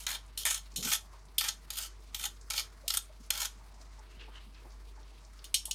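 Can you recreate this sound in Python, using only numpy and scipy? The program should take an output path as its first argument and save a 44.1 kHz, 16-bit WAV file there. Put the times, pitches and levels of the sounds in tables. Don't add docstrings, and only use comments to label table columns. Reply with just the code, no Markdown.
import sys
import numpy as np
from scipy import signal
from scipy.fft import rfft, irfft
from scipy.io import wavfile
from scipy.ndimage import uniform_filter1d

SR = 44100
rng = np.random.default_rng(int(sys.argv[2]) if len(sys.argv) > 2 else 0)


def int16_out(signal):
    q = np.round(np.clip(np.atleast_2d(signal).T, -1, 1) * 32767)
    wavfile.write(sys.argv[1], SR, q.astype(np.int16))


def voltage_ratio(level):
    return 10 ** (np.asarray(level, float) / 20)


N = 253134
T = np.arange(N) / SR
AIRBORNE_S = 4


def unit(x):
    return x / np.sqrt(np.mean(x ** 2))


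def band(x, lo_hz, hi_hz):
    sos = signal.butter(3, [lo_hz, min(hi_hz, .45 * SR)], "bandpass", fs=SR, output="sos")
    return signal.sosfilt(sos, x)


def colour(x, points):
    hz, db = np.transpose(points)
    f = np.fft.rfftfreq(len(x), 1 / SR) + 1
    gain = voltage_ratio(np.interp(np.log(f), np.log(hz), db))
    return irfft(rfft(x) * gain, len(x))


def walk(rate):
    hold = int(SR / rate)
    steps = np.repeat(rng.standard_normal(N // hold + 1), hold)
    return 1.39 * uniform_filter1d(uniform_filter1d(steps, hold), hold)[:N]


def ring(x, hz, t60, bend_hz=0.):
    r = np.exp(-np.log(1000) / (max(t60, .005) * SR))
    turn = 1
    if np.ndim(bend_hz):
        turn = np.exp(2j * np.pi * np.cumsum(bend_hz) / SR)
    pole = r * np.exp(2j * np.pi * hz / SR)
    rung = signal.lfilter([2 * np.sqrt(1 - r)], [1, -pole], x / turn)
    return (rung * turn).imag


def tail(t60, size):
    h = rng.standard_normal(size) * np.exp(-np.log(1000) * np.arange(size) / (t60 * SR))
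    return h / np.sqrt(np.sum(h ** 2))


def add(out, s, sound):
    i = int(s * SR)
    out[..., i:i + sound.shape[-1]] += sound[..., :out.shape[-1] - i]


def peaks(times, db, rise, fall):
    late = T - np.array(times)[:, None]
    slope_db = np.where(late < 0, rise * late, -fall * late)
    return voltage_ratio((np.array(db)[:, None] + slope_db).max(axis=0))


# [dB per Hz, relative]
AIR_SPECTRUM = [(42, -31), (72, 4), (139, -4), (171, -4.5), (295, -9), (323, -7.5), (465, -7.5),
                (545, -20.5), (624, -6.5), (716, -12), (878, -7.5), (2740, -18), (6350, -17.5),
                (15100, -34), (16500, -38)]
AIR_OCTAVES = 70, 140, 280, 560, 1120, 2240, 4480, 8960


def kitchen(fan_hz=49.2, fan_db=-51.8, air_db=-61):
    drone = np.sqrt(2) * voltage_ratio(fan_db + 1.2 * walk(9.9)) * np.sin(2 * np.pi * fan_hz * T)
    hiss = colour(rng.standard_normal(N), AIR_SPECTRUM)
    crackle_db = 1.74 * walk(100)
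    air = 0
    for hz in AIR_OCTAVES:
        flicker_db = 1.66 * walk(20) + 0.88 * walk(3.036)
        flicker_db = flicker_db + min(hz / 2300.0, 1) * crackle_db
        air = air + voltage_ratio(flicker_db) * band(hiss, hz, 2 * hz)
    return drone + voltage_ratio(air_db) * unit(air)


# start_hz, lift_hz [Hz]
DRAG_STROKES = [(0.0, 0.037, -43.5, -48, -12, 4500, 3540), (0.076, 0.152, -36, -40, -2.5, 3550, 3700),
                (0.382, 0.424, -36, -38.5, -17.5, 4260, 4270),
                (0.457, 0.576, -29.5, -38, -10.5, 3630, 3430), (0.766, 0.813, -34, -44.5, -26, 4360, 4000),
                (0.824, 0.953, -39, -28, -8.5, 5550, 3550), (1.394, 1.481, -41.5, -33, -5, 5070, 4250),
                (1.715, 1.757, -52, -41, -10, 4500, 4400), (1.766, 1.864, -38, -43, -9, 4400, 5600),
                (2.157, 2.257, -50.5, -35.5, -6.5, 4400, 3600), (2.514, 2.599, -41.5, -33, -7, 3900, 4850),
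                (2.88, 2.988, -41, -42, -12.5, 4500, 5000), (3.316, 3.45, -42.5, -36.5, -4.5, 4500, 4940)]


def drag_force(chatter_db=3.5, release_db_per_s=647, dulling_db_per_s=190, bright_db=-0.9):
    db = np.full((3, N), -120.)
    for start, lift, start_db, lift_db, bowl_db, _, _ in DRAG_STROKES:
        after = np.maximum(T - lift, 0)
        level_db = np.interp(T, [start, lift], [start_db, lift_db]) - release_db_per_s * after
        dull_db = -dulling_db_per_s * after
        shares = level_db + np.array([bowl_db + dull_db, 0 * T, bright_db + dull_db])
        db = np.where(T >= start, np.maximum(db, shares), db)
    clicks = rng.standard_normal(N) * voltage_ratio(chatter_db * walk(900) + 0.59 * walk(150))
    snags = (rng.random(N) < 130 / SR) * rng.exponential(size=N)
    catches = signal.lfilter([1], [1, -np.exp(-1 / (0.0032 * SR))], snags)
    clicks = clicks * (1 + voltage_ratio(-6.5) * catches)
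    return unit(clicks) * uniform_filter1d(voltage_ratio(db), size=128)


def favoured_hz(clack_hz=4500):
    rows = np.array(DRAG_STROKES)
    sliding = np.interp(T, rows[:, :2].ravel(), rows[:, 5:].ravel())
    return np.where(T < AIRBORNE_S, sliding, clack_hz)


# start_s [s], peak_db and ring_db [dB of drive],
# bowl_db and bright_db [dB re the middle modes]
LANDINGS = [(0.0658, -20, -41, -8, -6), (0.088, -32, -46, -4, -8), (0.1135, -32, -38.5, -12, -9.5),
            (0.1469, -33, -46, -10, -16), (0.375, -28, -40, -21, -2.5), (0.4523, -22.5, -41, -2.5, 0.5),
            (0.4612, -33, -34, 2.5, 2), (0.5063, -25.5, -36, -1.5, 1), (0.76, -28.5, -37.5, -32, -3),
            (0.8259, -36, -38.5, -11, -8), (0.8694, -34.5, -41, 3, -12), (0.916, -22, -34.5, -5, -15),
            (0.9374, -29, -46, -21, -14), (1.3816, -18, -27, -32, -2.5), (1.4089, -21.5, -46, -3, -3),
            (1.4391, -39, -35.5, 1, -10), (1.4854, -17.5, -37.5, -14.5, -8),
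            (1.703, -30.5, -45.5, -9, -0.5), (1.7697, -43, -51, -7, -15), (1.795, -37.5, -55, 1, -10),
            (1.848, -42, -62, 0.5, 0), (2.145, -26, -41, -12, -3.5), (2.195, -33.5, -62, -3.5, -1),
            (2.226, -46, -48, -14, 0), (2.2381, -27.5, -50, -3, -5), (2.253, -25.5, -50, -12, -12),
            (2.5008, -30, -48, -7, -1), (2.5049, -24.5, -45, -9.5, -3.5), (2.5375, -30, -45, -6, -8),
            (2.578, -20, -39, -12.5, -15), (2.594, -27, -37, -12, -6), (2.8789, -21, -38, -28, -2.5),
            (2.903, -17.5, -46, -14.5, -9), (2.9378, -27.5, -40, -7.5, -0.5), (2.9711, -23, -52, -10.5, 4),
            (3.3039, -16.5, -54, -8, -2), (3.3496, -41, -48, 1, -13), (3.3743, -31.5, -43, -5.5, -0.5),
            (3.4017, -30, -41, -9, 0), (3.4295, -29, -49.5, -9, -2), (3.4535, -24.5, -42.5, -17, -3),
            (5.4423, -38, -56, -28, -1), (5.451, -42.5, -61, -30, -5), (5.542, -15, -28, -53, -3.5),
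            (5.6539, -36, -47.5, -32, 7.5), (5.7105, -21.5, -41.5, -44, -3.5)]


def landing_force(rattle_s=0.0024, linger_s=0.023):
    blows = np.zeros((3, N))
    t = np.arange(4096) / SR
    for s, peak_db, ring_db, bowl_db, bright_db in LANDINGS:
        shape = voltage_ratio(peak_db) * np.exp(-t / rattle_s) + voltage_ratio(ring_db) * np.exp(-t / linger_s)
        shares = voltage_ratio(np.array([[bowl_db], [0], [bright_db]]))
        add(blows, s, shares * rng.standard_normal(4096) * shape)
    return blows


# [s, before hand damping]
STEEL_MODES = [(2900, -12.5, 0.27), (3284, -2.5, 0.043), (3363, -6.5, 0.14), (3550, -2, 0.059),
               (3790, -12.5, 0.18), (4085, -6, 0.15), (4265, -5.5, 0.14), (4900, -14, 0.24),
               (5480, -7, 0.22), (5620, -7, 0.1), (6530, 1, 0.059), (6730, -2, 0.1), (8274, -1.5, 0.067),
               (9290, -1.5, 0.066), (9800, -25, 0.1), (11390, -4, 0.049), (11660, -15, 0.057)]
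# [s, before hand damping]
BOWL_MODES = [(642, 0, 0.049), (850, 4.5, 0.11), (1040, -28, .05), (1327, 11.5, 0.084), (1440, -16, 0.017),
              (1844, 4.5, 0.091), (2220, 4, 0.091), (2373, 11, 0.077)]
# [dB per Hz, relative]
SHEET_SPECTRUM = [(290, -61), (500, -38), (742, -22), (822, -11), (1190, -18), (1310, -8.5), (2610, -10),
                  (3160, 1.5), (3880, -4), (9460, -1.5), (15100, -5), (16500, -63)]


def steel_wall(drags, blows, damping=0.43, bend=0.0123, wander_db=2.5, modes_db=-8.5, pressed_db=-3.5,
               sheet_db=-6.0, sheet_t60=0.02, patch_db=2.5, bite=0.56, favour_db=2.5, favour_octaves=0.23):
    out = 0
    edges = (0, 2700, 7500, SR)
    grid, half_width = np.geomspace(600, 15800, 20), 1.09
    crowd = colour(rng.standard_normal(N), SHEET_SPECTRUM)
    favoured = favoured_hz()

    def near_db(hz):
        return favour_db * np.exp(-(np.log2(hz / favoured) / favour_octaves) ** 2)

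    r = np.exp(-2 * np.log(1000) / (sheet_t60 * SR))
    for drag, blow, lo, hi in zip(drags, blows, edges, edges[1:]):
        modes = [m for m in BOWL_MODES + STEEL_MODES if lo <= m[0] < hi]
        norm = np.sqrt(sum(voltage_ratio(2 * db) for _, db, _ in modes))
        strike = blow + voltage_ratio(pressed_db) * drag
        push = blow + drag
        rung = 0
        for hz, db, t60 in modes:
            drive = strike * voltage_ratio(near_db(hz) + wander_db * walk(14))
            bend_hz = bend * hz * walk(5.5)
            rung = rung + voltage_ratio(db + modes_db) / norm * ring(drive, hz, damping * t60, bend_hz)
        out = out + band(rung, 0.74 * modes[0][0], 1.22 * modes[-1][0])
        stored = np.sqrt(signal.lfilter([1 - r], [1, -r], push ** 2) + (bite * push) ** 2)
        centres = grid[(lo <= grid) & (grid < hi)]
        crowd_level = band(crowd, centres[0] / half_width, centres[-1] * half_width).std()
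        shaken = stored * crowd / crowd_level
        for hz in centres:
            patch = voltage_ratio(sheet_db + near_db(hz) + patch_db * walk(20))
            out = out + patch * band(shaken, hz / half_width, hz * half_width)
    return out


def crack(blow):
    return voltage_ratio(-13.5) * band(blow, 2700, 13000)


# start_s [s], peak_db [dB], pitch_hz [Hz]
LOUD_TICKS = [(0.2618, -55, 8170), (0.2794, -54, 7380), (0.6573, -53, 4720), (0.7397, -49, 6160),
              (2.0038, -55, 6890), (2.364, -56, 6080), (2.4116, -46, 6700), (3.7424, -55, 6260),
              (3.8127, -49.5, 6000), (3.9914, -51, 6440), (4.5453, -51, 4330), (5.03, -52, 4640),
              (5.3904, -47, 4320)]


def wet_ticks(faint_count=40, faint_db=-56.5, faint_hz=6000):
    out, t = np.zeros(N), np.arange(8192) / SR
    when = rng.random(faint_count) * T[-1]
    size_db = faint_db + 2.4 * rng.standard_normal(faint_count)
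    pitch_hz = faint_hz * np.exp(.22 * rng.standard_normal(faint_count))
    for s, db, hz in LOUD_TICKS + list(zip(when, size_db, pitch_hz)):
        burst = rng.standard_normal(8192) * np.exp(-t / 0.0069)
        tick = band(burst, 0.68 * hz, 1.27 * hz)
        add(out, s, voltage_ratio(db) * tick / np.abs(tick).max())
    return out


# peak_s [s], level_db [dB]
HAND_BUMPS = [(0.732, -60), (0.794, -43), (0.865, -43)]


def thud(rise_db_per_s=520, fall_db_per_s=354):
    rumble = rng.standard_normal(N) * voltage_ratio(1.5 * walk(80))
    body = unit(ring(rumble, 228, 0.027)) + 0.48 * unit(band(rumble, 73, 450))
    gain = peaks(*np.transpose(HAND_BUMPS), rise_db_per_s, fall_db_per_s)
    return unit(body) * uniform_filter1d(gain, size=512)


# time_s [s, 6 ms after onset], peak_db [dB], pitch_hz [Hz], t60_s [s]
SOFT_PLOPS = [(1.136, -49, 1070, 0.026), (2.837, -49, 540, 0.052), (2.849, -49.5, 675, 0.063),
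              (3.096, -51, 614, 0.092), (3.2, -50.5, 222, 0.054), (3.61, -55, 914, 0.063),
              (3.805, -55.5, 670, 0.043), (3.989, -50.5, 870, 0.037), (4.165, -53.5, 128, 0.052),
              (4.281, -49, 905, 0.03), (4.285, -54.5, 396, 0.044), (4.465, -55, 218, .05),
              (4.655, -50, 340, 0.034), (4.652, -49, 864, 0.031), (4.978, -52.5, 884, 0.029),
              (5.681, -45.5, 903, 0.034)]


def plops():
    out, t = np.zeros(N), np.arange(8192) / SR
    for s, db, hz, t60 in SOFT_PLOPS:
        push = rng.standard_normal(8192) * t * np.exp(-t / 0.0081)
        plop = unit(ring(push, hz, t60)) + 0.24 * unit(band(push, 0.23 * hz, 1.43 * hz))
        add(out, s - .006, voltage_ratio(db) * plop / np.abs(plop).max())
    return out


# [Hz, centre of a wandering pitch]
STRAND_TUGS = [(4.119, -61, 2677), (4.214, -52, 2350), (4.362, -53.5, 2680), (4.56, -62.5, 2380)]


def sliding_strand(rise_db_per_s=370, fall_db_per_s=187):
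    s, db, hz = np.transpose(STRAND_TUGS)
    rub = rng.standard_normal(N) * voltage_ratio(1.8 * walk(150))
    glide_hz = np.interp(T, s, hz) * (1 + 0.13 * walk(30))
    swish = ring(rub, 120, .012) * np.sin(2 * np.pi * np.cumsum(glide_hz) / SR)
    wet = unit(swish) + 1.13 * unit(band(rub, 1200, 4200))
    return unit(wet) * peaks(s, db, rise_db_per_s, fall_db_per_s)


# pitch_hz [Hz], level_db [dB, relative], t60_s [s]
ARM_MODES = [(2980, -6, 0.18), (3190, -14, 0.19), (3730, -15, 0.21), (4200, -14, 0.12), (4420, -6, 0.068),
             (4960, -15, 0.21), (5459, -15, 0.21), (6600, -0.5, 0.075), (7240, -18, 0.19), (8522, -9, 0.11),
             (9700, -9, 0.11), (10030, -10, 0.093)]


def tongs(blow, level_db=-9.5):
    blow = blow * (T >= AIRBORNE_S)
    rung = sum(voltage_ratio(db) * ring(blow, hz, t60) for hz, db, t60 in ARM_MODES)
    return voltage_ratio(level_db) * band(rung, 2800, 16500)


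def scene(room_t60=0.19, room_db=-11):
    air = kitchen()
    drags, blows = drag_force(), landing_force()
    metal = steel_wall(drags, blows) + crack(blows[1]) + tongs(blows[1])
    near = band(metal, 580, 16000) + wet_ticks() + thud() + plops() + sliding_strand()
    echo = band(np.pad(tail(room_t60, size=16384), (200, 0)), 400, 11500)
    room = voltage_ratio(room_db) * signal.fftconvolve(near, echo)[:N]
    return (near + room + air)[None]


def band_limit(x):
    return signal.sosfilt(signal.butter(12, 17000, fs=SR, output="sos"), x)


def record(dry):
    return band_limit(dry)


dry = scene()
out = record(dry)
int16_out(out)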